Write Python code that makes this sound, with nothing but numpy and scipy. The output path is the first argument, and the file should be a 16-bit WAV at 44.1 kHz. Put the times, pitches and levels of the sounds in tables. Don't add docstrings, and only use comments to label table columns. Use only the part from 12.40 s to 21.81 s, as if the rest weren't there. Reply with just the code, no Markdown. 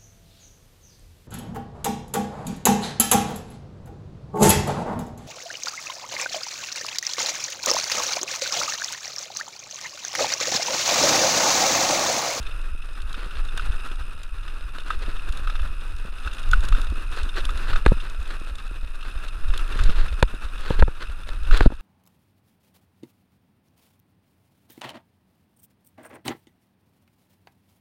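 import sys
import numpy as np
from scipy import signal
from scipy.fft import rfft, irfft, next_fast_len
from scipy.io import wavfile
from scipy.ndimage import uniform_filter1d, minimum_filter1d, map_coordinates

SR = 44100
rng = np.random.default_rng(int(sys.argv[2]) if len(sys.argv) > 2 else 0)


def wav_record(signal):
    frames = np.transpose(np.atleast_2d(signal))
    bounded = np.clip(frames, -1, 1)
    quanta = np.round(bounded * 32767).astype(np.int16)
    wavfile.write(sys.argv[1], SR, quanta)


N = 414981
BAND_LIMIT_HZ = 15450
TYRE_SLOPE = 0.79


def amp(db):
    return 10 ** (np.asarray(db) / 20)


def unit_rms(x):
    return x / np.sqrt(np.mean(x ** 2) + 1e-20)


def unit_peak(x):
    return x / np.abs(x).max()


def add(track, start_s, sound):
    part = track[max(round(start_s * SR), 0):][:len(sound)]
    part += sound[:len(part)]


def wobble(rate_hz):
    knots = rng.standard_normal(int(N * rate_hz / SR) + 4)
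    return map_coordinates(knots, [np.arange(N) * rate_hz / SR])


def swells(rows):
    out, t = np.zeros(N), np.arange(SR) / SR - .5
    for centre_s, level_db, half_s in rows:
        add(out, centre_s - .5, amp(level_db) * np.exp(-.5 * (t / half_s) ** 2))
    return out


def filtered(x, response):
    size = next_fast_len(len(x) + SR // 5)
    return irfft(rfft(x, size) * response(np.fft.rfftfreq(size, 1 / SR)), size)[:len(x)]


def colour(x, spectrum):
    freq_hz, gain_db = np.transpose(spectrum)
    return unit_rms(filtered(x, lambda hz: amp(np.interp(np.log(hz + 1), np.log(freq_hz), gain_db))))


def resonate(x, peaks):
    def response(hz):
        return sum((-1) ** k * amp(db) * 1j * hz * width / (centre ** 2 - hz ** 2 + 1j * hz * width)
                   for k, (centre, width, db) in enumerate(peaks))
    return unit_rms(filtered(x, response))


def ring(modes, scatter_db):
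    t = np.arange(SR // 10) / SR
    out = np.zeros(len(t))
    for k, (hz, db, t60_s) in enumerate(modes):
        decay = amp(db + scatter_db * rng.standard_normal() - 60 * t / t60_s)
        out += (-1) ** k * decay * np.sin(2 * np.pi * hz * t)
    return out


def burst(spectrum, t60_s):
    t = np.arange(SR // 10) / SR
    return colour(rng.standard_normal(len(t)), spectrum) * amp(-60 * t / t60_s)


def flurry(rise_s):
    age = np.arange(SR // 10) / SR / rise_s
    return rng.standard_normal(len(age)) * age * np.exp(-age)


def grains(rate_hz, spread_db):
    onsets = rng.random(N) < rate_hz / SR
    return onsets * rng.standard_normal(N) * amp(spread_db * rng.standard_normal(N))


def jolts(pace_db, count):
    at = rng.integers(0, N, size=count)
    return np.column_stack([at / SR, pace_db[at]])


def electronics_whine(pitch_hz=13906, level_db=-75, frame_rate_hz=60):
    t = np.arange(N) / SR
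    pulsing = 1 + .6 * np.sin(2 * np.pi * frame_rate_hz * t)
    return amp(level_db) * np.sin(2 * np.pi * pitch_hz * t) * pulsing


# freq_hz, gain_db
WIND_SPECTRUM = [(10, -1), (22, 7.5), (38, -9.5), (60, -20), (90, -25.5), (160, -39.5), (400, -89),
                 (1000, -103)]
# centre_s, level_db
WIND_SURGES = [(1.03, -22.5), (1.3, -20), (3.06, -28), (3.23, -22.5), (4.13, -12.5), (4.33, -18),
               (5.06, -21), (5.33, -14.5), (5.5, -15), (7.08, -20.5), (7.46, -7.5), (7.61, -13.5),
               (8.42, -10.5), (9.13, -8), (9.23, -20)]


def wind(pace_db, level_db=-24, slope=0.82, gust_db=2, surge_half_s=0.035):
    eddies = colour(rng.standard_normal(N), WIND_SPECTRUM)
    local_power = np.abs(uniform_filter1d(eddies ** 2, size=SR // 10))
    even_eddies = eddies / np.sqrt(local_power + .07)
    headwind = amp(level_db + slope * pace_db + gust_db * wobble(5.9))
    surges = swells([(s, db, surge_half_s) for s, db in WIND_SURGES])
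    return (headwind + surges) * even_eddies


def heartbeat(pace_db, level_db=-20.5, slope=0.65, first_s=.327, period_s=.322, pitch_hz=50,
              half_s=0.0095):
    offset_s = (np.arange(N) / SR - first_s + period_s / 2) % period_s - period_s / 2
    thumps = np.exp(-.5 * (offset_s / half_s) ** 2) * np.cos(2 * np.pi * pitch_hz * offset_s)
    return amp(level_db + slope * pace_db + 2 * wobble(2.87)) * thumps


# centre_hz, width_hz, gain_db
HUB_RESONANCES = [(1361, 79, 10), (2534, 86, 11), (2757, 228, 4.5), (3830, 74, -3), (5023, 50, 0),
                  (8270, 190, -9), (8800, 280, -9), (10060, 420, -9.5)]


def freehub(pace_db, level_db=-50, slope=0.43, click_hz=72, drift=.12):
    rate_hz = click_hz * (1 + drift * wobble(2))
    tooth = np.cumsum(rate_hz) / SR + .06 * wobble(60)
    pawls = np.exp(.8 * np.cos(2 * np.pi * tooth)) * rng.standard_normal(N)
    waver_db = 1.4 * wobble(14)
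    return amp(level_db + slope * pace_db + waver_db) * resonate(pawls, HUB_RESONANCES)


# freq_hz, gain_db
TREAD_SPECTRUM = [(100, -6.5), (330, -5), (700, -12.5), (1000, -7.5), (1300, 1), (1600, -2), (2150, -17),
                  (2700, -5.5), (3100, -18), (3600, -11), (4600, -21.5), (7500, -28.5), (10000, -25.5),
                  (15000, -40.5)]


def tyre_roll(pace_db, level_db=-44.5, flutter_db=3):
    grit = unit_rms(grains(1500, spread_db=2))
    crunch = unit_rms(rng.standard_normal(N) + 0.66 * grit)
    gain = amp(level_db + TYRE_SLOPE * pace_db + flutter_db * wobble(45))
    return gain * colour(crunch, TREAD_SPECTRUM)


# freq_hz, gain_db
DIRT_SPECTRUM = [(150, -13.5), (400, 3), (750, -7), (1500, 5), (2200, -6), (4200, -5.5), (5600, -21),
                 (7500, -23), (15000, -38)]


def stones(pace_db, level_db=-54.5, clump_db=4):
    impulses = grains(70, spread_db=3) * amp(clump_db * wobble(10))
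    snaps = signal.fftconvolve(impulses, burst(DIRT_SPECTRUM, t60_s=0.013))[:N]
    return amp(level_db + TYRE_SLOPE * pace_db) * unit_rms(snaps)


# centre_s, level_db, half_length_s
TYRE_BITES = [(.823, -41, 0.049), (.974, -41.5, 0.016), (1.254, -42, .026), (2.509, -40, 0.034),
              (2.63, -38.5, 0.013), (2.699, -40, 0.013), (4.788, -37.5, 0.027), (4.979, -32.5, 0.016),
              (5.309, -37, .05), (5.65, -42, 0.026), (5.911, -40.5, 0.023), (6.655, -44, .012),
              (6.831, -46, 0.01), (7.165, -42, 0.012), (7.447, -40, 0.1), (7.608, -39.5, 0.027),
              (8.294, -37, 0.052), (8.398, -31, .006), (8.62, -35, .012), (9.16, -27.5, 0.022),
              (9.235, -34.5, 0.023)]


def tyre_scrubs(judder_db=2.4):
    judder = amp(judder_db * wobble(110))
    crunch = colour(grains(3500, spread_db=2.5), DIRT_SPECTRUM)
    return swells(TYRE_BITES) * judder * crunch


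# centre_hz, width_hz, gain_db
CHAIN_RESONANCES = [(1490, 120, 5), (3020, 1270, 2), (3670, 460, 12.5), (5450, 850, -2.5), (6730, 540, 1),
                    (9340, 1600, -4.5), (12300, 1500, -13)]
# start_s, level_db
CHAIN_CLINKS = [(0.618, -34), (0.728, -30.5), (1.1742, -24.5), (1.832, -34), (2.923, -33), (2.972, -30),
                (4.1125, -25), (4.2854, -25), (4.4144, -31), (4.8309, -29), (5.0515, -22), (5.6973, -34),
                (6.154, -34), (7.1756, -22.5), (7.436, -24.5), (9.172, -19.5)]


def chain(pace_db, trim_db=1, spray_db=-38):
    out = np.zeros(N)
    clinks = [(s, db + trim_db) for s, db in CHAIN_CLINKS]
    spray = [(s, spray_db + pace + 3 * rng.standard_normal()) for s, pace in jolts(pace_db, count=110)]
    for start_s, level_db in clinks + spray:
        clink = resonate(flurry(rise_s=0.0015), CHAIN_RESONANCES)
        add(out, start_s, amp(level_db) * unit_peak(clink))
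    return out


# pitch_hz, level_db, t60_s
FRAME_MODES = [(1270, 2, 0.028), (1470, 4.5, 0.022), (1554, 4.5, 0.011), (1990, -20, 0.036)]
# centre_hz, width_hz, gain_db
CABLE_RESONANCES = [(1660, 170, -2), (2680, 170, 14), (3647, 167, 11.5), (4230, 60, 3), (5100, 270, -2),
                    (6220, 470, -9.5), (8850, 1300, -13)]
# start_s, level_db
ROOT_STRIKES = [(0.7417, -28.5), (1.1773, -24), (1.1942, -21.5), (2.0782, -33.5), (2.504, -15.5),
                (3.0726, -22.5), (3.0981, -24.5), (3.1532, -28.5), (3.1935, -30.5), (3.8729, -23),
                (4.1325, -6.5), (4.3235, -20.5), (4.347, -25), (5.0906, -23.5), (5.3309, -24.5),
                (5.3577, -19), (6.6258, -36), (7.1367, -25), (7.39, -21.5), (7.4936, -27), (8.6207, -29),
                (9.1088, -18.5)]


def frame_clacks(pace_db, trim_db=1, chatter_db=-39, cable_db=-21.5, cable_slope=.3):
    out = np.zeros(N)
    hits = [(s, db + trim_db, cable_db + cable_slope * db) for s, db in ROOT_STRIKES]
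    for start_s, pace in jolts(pace_db, count=80):
        level_db = chatter_db + pace + 2 * rng.standard_normal()
        hits.append((start_s, level_db, level_db + 5))
    highpass = signal.butter(2, 900, "high", fs=SR)
    for start_s, level_db, rattle_db in hits:
        tubes = signal.fftconvolve(ring(FRAME_MODES, scatter_db=3), flurry(rise_s=0.00049))
        clack = unit_peak(signal.lfilter(*highpass, tubes))
        snap = 0.17 * unit_peak(burst(DIRT_SPECTRUM, t60_s=0.026))
        rattle = unit_peak(resonate(flurry(rise_s=0.003), CABLE_RESONANCES))
        add(out, start_s, amp(level_db) * clack)
        add(out, start_s, amp(level_db) * snap)
        add(out, start_s, amp(rattle_db) * rattle)
    return out


# pitch_hz, level_db, t60_s
CASE_MODES = [(194.5, 1, 0.023), (321, -2, 0.019), (516, -1.5, 0.014), (927, -5, 0.017),
              (1290, -0.5, 0.0067), (1687, -1, 0.013), (2510, -2.5, 0.0066), (4240, -3.5, 0.0082)]
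# pitch_hz, level_db, t60_s
STRAP_MODES = [(38, 2.5, 0.1), (110, -12.5, 0.05)]
# start_s, level_db, hardness_hz
CASE_BLOWS = [(0.86, -31, 350), (1.141, -33.5, 450), (1.512, -33, 400), (2.679, -28.5, 450),
              (3.65, -29, 400), (4.52, -26, 350), (5.462, -4, 2250), (5.518, -6, 483), (6.013, -33, 690),
              (6.31, -33.5, 500), (7.356, -24.5, 500), (7.491, -18, 302), (7.8263, -2.5, 3130),
              (7.937, -26.5, 450), (8.305, -10, 784), (8.389, -24.5, 450), (8.424, -4.5, 1320),
              (8.479, -14.5, 880), (9.207, -5, 2100), (9.259, -2.5, 377), (9.302, -18, 1000),
              (9.32, -16, 880)]


def case_knocks(pace_db, nudge_db=-37, nudge_hz=450, lurch_db=-4):
    out = np.zeros(N)
    nudges = [(s, nudge_db + pace, nudge_hz) for s, pace in jolts(pace_db, count=18)]
    for start_s, level_db, hardness_hz in list(CASE_BLOWS) + nudges:
        blow = ring(CASE_MODES, scatter_db=1) + .3 * burst(DIRT_SPECTRUM, t60_s=.025)
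        rebound_s = rng.uniform(.0015, .0035)
        add(blow, rebound_s, .6 * ring(CASE_MODES, scatter_db=2))
        lowpass = signal.butter(2, hardness_hz, fs=SR)
        knock = unit_peak(signal.lfilter(*lowpass, blow) + 0.032 * blow)
        crack_gain = 0.18 * (hardness_hz / 3000) ** 2
        crack = crack_gain * unit_peak(resonate(flurry(rise_s=0.00091), CHAIN_RESONANCES))
        lurch = amp(lurch_db) * ring(STRAP_MODES, scatter_db=1)
        add(out, start_s, amp(level_db) * (knock + crack - lurch))
    return out


# centre_s, level_db
HEAVY_LANDINGS = [(8.432, 2.5), (9.271, 9.5)]


def landings(half_s=.0036):
    return -swells([(s, db, half_s) for s, db in HEAVY_LANDINGS])


# time_s, level_db
RIDE_PACE = [(0.0, -44.5), (0.39, -50.5), (1.34, -43.5), (1.78, -51), (3.14, -43), (3.43, -48.5),
             (3.75, -48), (4.3, -38), (4.58, -44.5), (5.27, -41), (5.71, -45.5), (6.45, -50.5),
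             (7.44, -39.5), (7.89, -47.5), (8.39, -45), (8.6, -51), (9.04, -46.5), (9.41, -44.5)]


def scene(cruise_db=-45):
    time_s, level_db = np.transpose(RIDE_PACE)
    pace_db = np.interp(np.arange(N) / SR, time_s, level_db) - cruise_db
    ground = tyre_roll(pace_db) + stones(pace_db) + tyre_scrubs()
    bike = freehub(pace_db) + frame_clacks(pace_db) + chain(pace_db)
    impacts = case_knocks(pace_db) + landings()
    background = wind(pace_db) + heartbeat(pace_db) + electronics_whine()
    return (ground + bike + impacts + background)[None]


def record(dry, recovery_db_per_s=16):
    over_db = 20 * np.log10(np.maximum(np.abs(dry[0]), 1))
    recovery_db = recovery_db_per_s * np.arange(N) / SR
    cut_db = np.maximum.accumulate(over_db + recovery_db) - recovery_db
    gain = uniform_filter1d(minimum_filter1d(amp(-cut_db), size=65), size=65)
    return filtered(dry[0] * gain, lambda hz: hz < BAND_LIMIT_HZ)[None]


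dry = scene()
out = record(dry)
wav_record(out)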